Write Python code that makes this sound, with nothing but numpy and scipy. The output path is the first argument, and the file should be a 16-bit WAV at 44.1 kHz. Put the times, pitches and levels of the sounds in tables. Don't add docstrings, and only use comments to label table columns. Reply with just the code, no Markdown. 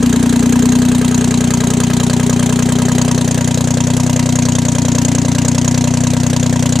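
import sys
import numpy as np
from scipy import signal
from scipy.io import wavfile

SR = 44100
rng = np.random.default_rng(int(sys.argv[2]) if len(sys.argv) > 2 else 0)


def unload_audio(sound):
    columns = np.transpose(np.atleast_2d(sound))
    steps = np.round(np.clip(columns, -1, 1) * 32767)
    wavfile.write(sys.argv[1], SR, steps.astype(np.int16))


N = 299880

FIRING_HZ, CYLINDER_1_S = 30.475, .063
SLAP_MS = 12.3


def undb(db):
    return 10 ** (np.asarray(db) / 20)


def at(table, hz):
    table_hz, values = np.array(table)[:, 0], np.array(table)[:, 1]
    return np.interp(np.log(hz), np.log(table_hz), values)


def by_distance(near, levels_db):
    return np.interp(near, [0, .5, 1], levels_db)


def ring(x, hz, width):
    return signal.lfilter(*signal.iirpeak(hz, hz / width, SR), x)


def fade(x, ms):
    return signal.lfilter([1], [1, -np.exp(-1000 / (ms * SR))], x)


def clicks(times, sizes):
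    place = np.clip(times * SR, 0, N)
    first = place.astype(int)
    late_share = place - first
    inside = sizes * (times > 0)
    out = np.zeros(N + 2)
    np.add.at(out, first, inside * (1 - late_share))
    np.add.at(out, first + 1, inside * late_share)
    return out[:N]


# frequency in Hz, likeness from 0 (unrelated) to 1 (identical).
LIKENESS = [(35, .3), (100, 0.45), (500, 0.94), (1000, 0), (2000, 0.81), (5000, 1), (7000, 0.56), (9000, 0),
            (14000, 0)]


def pair(hz, octaves):
    edges = hz * 2 ** (np.array([-octaves, octaves]) / 2)
    edges = np.minimum(edges, .49 * SR)
    band = signal.butter(2, edges, "band", fs=SR, output="sos")
    mid, side = signal.sosfilt(band, rng.standard_normal((2, N)))
    alike = np.clip(at(LIKENESS, hz), 0, 1)
    opposed = np.array([[1], [-1]])
    both = np.sqrt(1 + alike) * mid + np.sqrt(1 - alike) * side * opposed
    return both / both.std()


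# time in seconds, how late the firings run in ms (negative is early).
GOVERNOR = [(0, -3), (.4, 2), (.6, 2.8), (1.15, -1.5), (1.5, -1.2), (2.15, 1.9), (2.55, 1.8), (3.2, -1.9),
            (3.6, 1.2), (3.85, 1), (4.4, -6.6), (4.6, -6), (5, -2), (5.4, 4.5), (5.62, 5), (6.05, 1.6),
            (6.8, -.9)]
# lateness in ms, boom in dB, clatter in dB, rattle of the rocker slap in dB against that clatter.
CYLINDERS = [(0.03, 0, -2, -17), (0.63, 0, -4.5, -12.5), (0.02, -0.5, -2.5, -17.5)]


def firings():
    cylinders = len(CYLINDERS)
    count = np.arange(int(N / SR * FIRING_HZ) + cylinders)
    even = CYLINDER_1_S + (count - cylinders) / FIRING_HZ
    late_ms = np.interp(even, *np.transpose(GOVERNOR))
    return even + late_ms / 1000, count % cylinders


# frequency in Hz, level in dB per Hz (only the shape counts).
HISS_COLOUR = [(40, -14), (100, -4), (170, -17.5), (250, -0.5), (400, -10), (600, -11.5), (1000, -11.5),
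               (1300, -18), (2000, -20), (4000, -25), (5200, -27.5), (7000, -19.5), (9000, -44.5),
               (15000, -42)]
HISS_DB = -26


def blower():
    out = 0
    for hz in 40 * 2 ** np.arange(0, 8.7, .5):
        db = at(HISS_COLOUR, hz) + 10 * np.log10(hz)
        out = out + pair(hz, .5) * undb(db)
    return out * undb(HISS_DB) / out.std()


# frequency in Hz, width in Hz,
# level in dB when struck by cylinder 1, 2 and 3, change in dB when far, change in dB when near,
# extra level of the slap in dB.
BLOCK_MODES = [(346, 35, -39.5, -28.5, -39.5, -12, -1.5, -4), (399.4, 29, -38, -24, -43, -13.5, -9, 2),
               (439.8, 28, -41.5, -45, -28, 6, -10, 3), (504.3, 77, -33, -36, -28, -18.5, 5.5, -11.5),
               (594, 45, -29.5, -42, -30.5, -10.5, 6.5, -1), (693.6, 33.5, -36.5, -33.5, -40, -8, 8, 4),
               (759, 42, -41.5, -33, -37.5, -8, -6, 1), (952, 21.3, -28, -35, -41, -7.5, 6, -6),
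               (1023, 120, -37, -49, -39.5, -5.5, 3, 0), (1257, 20.5, -57, -45, -34, -2.5, -10, 2.5),
               (1630, 100, -46, -48, -40, 0, 1, 3), (1894, 87, -47, -50, -43, -11, -1, -6),
               (2017, 55, -44.5, -47, -48, -5, 7.5, -1), (2636, 30, -39, -67, -49, -4, 4, -13),
               (3094, 29, -39, -40, -44, -6, -32, 6), (3390, 30, -67, -53, -64, 14, -50, -17),
               (4100, 55, -62, -48, -50.5, -4, -4, 3)]
SLAP_FORCE = np.array([-14, -12, -3])
# frequency in Hz, left minus right in dB.
LEFT_RIGHT = [(400, 4), (700, -2), (1300, -0.5), (2400, 3), (5000, -2.5), (7200, 2), (9000, -10),
              (14000, -3.5)]
KNOCK_LEAD_MS = 1.982


def knock(times, which, near):
    late_ms = np.array(CYLINDERS)[which, 0]
    slap_db = np.array(SLAP_FORCE)[which]
    chance = rng.standard_normal((len(times), len(BLOCK_MODES), 4)).T
    out = 0
    for k, (hz, width, *reach_db, far_db, near_db, mode_slap_db) in enumerate(BLOCK_MODES):
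        size = SR / (2 * FIRING_HZ) * undb(np.array(reach_db)[which])
        when = times + (.5 * late_ms - KNOCK_LEAD_MS + 0.085 * chance[0, k]) / 1000
        slap_when = when + (SLAP_MS + .15 * chance[1, k]) / 1000
        knock_size = size * undb(1.23 * chance[2, k])
        slap_size = size * undb(slap_db + mode_slap_db + 2.0 * chance[3, k])
        blows = clicks(when, knock_size) + clicks(slap_when, slap_size)
        softened = ring(blows, hz, hz / 2)
        struck = ring(softened, hz, width) * undb(by_distance(near, [far_db, 0, near_db]))
        lean = at(LEFT_RIGHT, hz) / 2
        left = struck * undb(lean)
        right = np.roll(struck, rng.integers(-3, 4)) * undb(-lean)
        out = out + np.array([left, right])
    return out


# frequency in Hz, level in dB per Hz (only the shape counts).
COLOUR_FAR = [(710, -33), (1200, -4.5), (1610, -4), (2240, -7.5), (3030, -6.5), (4100, -1), (5030, -16.5),
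              (6870, 2.5), (12400, -15.5), (14800, -13), (15800, -36)]
# frequency in Hz, level in dB per Hz.
COLOUR_NEAR = [(710, -44), (1200, -19.5), (1590, -6), (1750, -12), (2610, -9.5), (2930, -8), (5310, -8),
               (7170, 2.5), (8620, -16), (10500, -15.5), (15800, -37)]
# frequency in Hz, time in ms for its tail to fall by 60 dB.
CLATTER_TAIL = [(2000, 63), (7000, 37.2), (14000, 39)]
CLATTER_DB = -26


def clatter(times, which, near, rise_ms=1.78, scatter_db=0.45, colour_db=2.5, grit_db=2.0,
            ring_db=0.0, sharpness=71.0, blow_ms=2.4):
    late_ms, _, cylinder_db, slap_db = np.array(CYLINDERS)[which].T
    chance = rng.standard_normal((len(times), 3)).T
    when = times + (late_ms - 1.0 + 0.23 * chance[0]) / 1000
    slap_when = when + (SLAP_MS - 1.5 + 1.2 * chance[1]) / 1000
    steps = np.repeat(rng.standard_normal(N // 40 + 1), 40)[:N]
    grit = undb(grit_db * steps)
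    out = 0
    for hz in 1300 * 2 ** np.arange(0, 3.6, .2):
        own_colour = colour_db * rng.standard_normal((len(times), 2)).T
        firing_db, at_slap_db = own_colour + cylinder_db + scatter_db * chance[2]
        hits = clicks(when, undb(firing_db)) + clicks(slap_when, undb(slap_db + at_slap_db))
        tail_ms = at(CLATTER_TAIL, hz) / np.log(1000)
        burst = fade(fade(hits, tail_ms), rise_ms) * grit
        noise = pair(hz, 0.23)
        blow = noise * fade(fade(hits, blow_ms), rise_ms) * grit
        thin_hz = hz * 2 ** rng.uniform(-0.105, 0.112, size=5)
        thin = sum(ring(blow, f, f / sharpness) for f in thin_hz)
        band = noise * burst / burst.std() + undb(ring_db) * thin / thin.std()
        far_db, near_db = at(COLOUR_FAR, hz), at(COLOUR_NEAR, hz)
        db = far_db + near * (near_db - far_db) + 10 * np.log10(hz)
        lean = at(LEFT_RIGHT, hz) / 2
        out = out + band * undb(db + np.array([[lean], [-lean]]))
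    return out * undb(CLATTER_DB) / out.std()


# frequency in Hz, width in Hz, arrival in ms after the firing,
# polarity (1 or -1), level in dB when far, halfway and near.
BOOM_MODES = [(54.3, 6.7, 11.5, -1, -23, -28.5, -32.5), (133.5, 23.8, 0.2, 1, -25, -18, -13),
              (89, 31.5, 7.96, 1, -31, -32.5, -23.5), (169.5, 38, 7.73, 1, -26, -22, -18.5),
              (207, 92, 7.68, 1, -24, -27, -67)]
PIPE_MODES = [(247, 7.5, 7.47, -1, -4, -11.5, -16), (262.7, 12.7, 12.57, 1, -9.5, -21, -19)]
PULSE_HZ = 340


def exhaust(times, which, near, boom_db, pipe_db):
    late_ms, cylinder_db = np.array(CYLINDERS)[which, :2].T
    chance = rng.standard_normal((len(times), 2)).T
    size = SR / (2 * FIRING_HZ) * undb(cylinder_db + 0.13 * chance[0])
    when = times + (0.59 * late_ms + 0.12 * chance[1]) / 1000
    out = 0
    for modes, db in ((BOOM_MODES, boom_db), (PIPE_MODES, pipe_db)):
        for hz, width, ms, sign, *place_db in modes:
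            gain = undb(db + by_distance(near, place_db))
            pulses = clicks(when + ms / 1000, size)
            out = out + np.sign(sign) * ring(pulses, hz, width) * gain
    soft = signal.butter(6, PULSE_HZ, fs=SR, output="sos")
    return signal.sosfiltfilt(soft, out)


# time in seconds, nearness from 0 to 1, level of the pipe ring in dB.
WALK = [(0, 0.14, 1), (.6, 0.21, 2.5), (1.1, .25, -2), (2.1, 0.46, -0.5), (2.7, 0.41, -1), (3.6, 0.76, 0.5),
        (4.6, 0.85, 2), (5.1, 0.84, 5), (6.0, 0.87, 1), (6.8, .9, 2)]
# far in dB, halfway in dB, near in dB.
BOOM_LEVEL = (2, 1.74, -1.26)
# far in dB, halfway in dB, near in dB.
KNOCK_LEVEL = (1.5, 0.55, -6.5)
# far in dB, halfway in dB, near in dB.
CLATTER_LEVEL = (-2, 2, 3.2)


def scene():
    seconds, *columns = np.transpose(WALK)
    clock = np.arange(N) / SR
    near, pipe_db = (np.interp(clock, seconds, c) for c in columns)
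    times, which = firings()
    hiss = blower() * undb(-4.5 * near)
    block = knock(times, which, near) * undb(by_distance(near, KNOCK_LEVEL))
    rattle = clatter(times, which, near) * undb(by_distance(near, CLATTER_LEVEL))
    lean = 1.2 + .7 * near
    boom = exhaust(times, which, near, by_distance(near, BOOM_LEVEL), pipe_db)
    boom = boom * undb(np.array([lean, -lean]))
    return hiss + block + rattle + boom


TOP_HZ = 15450


def record(dry):
    rounded = dry / (1 + np.abs(dry) ** 6) ** (1 / 6)
    return signal.sosfilt(signal.ellip(8, .2, 70, TOP_HZ, fs=SR, output="sos"), rounded)


dry = scene()
out = record(dry)
unload_audio(out)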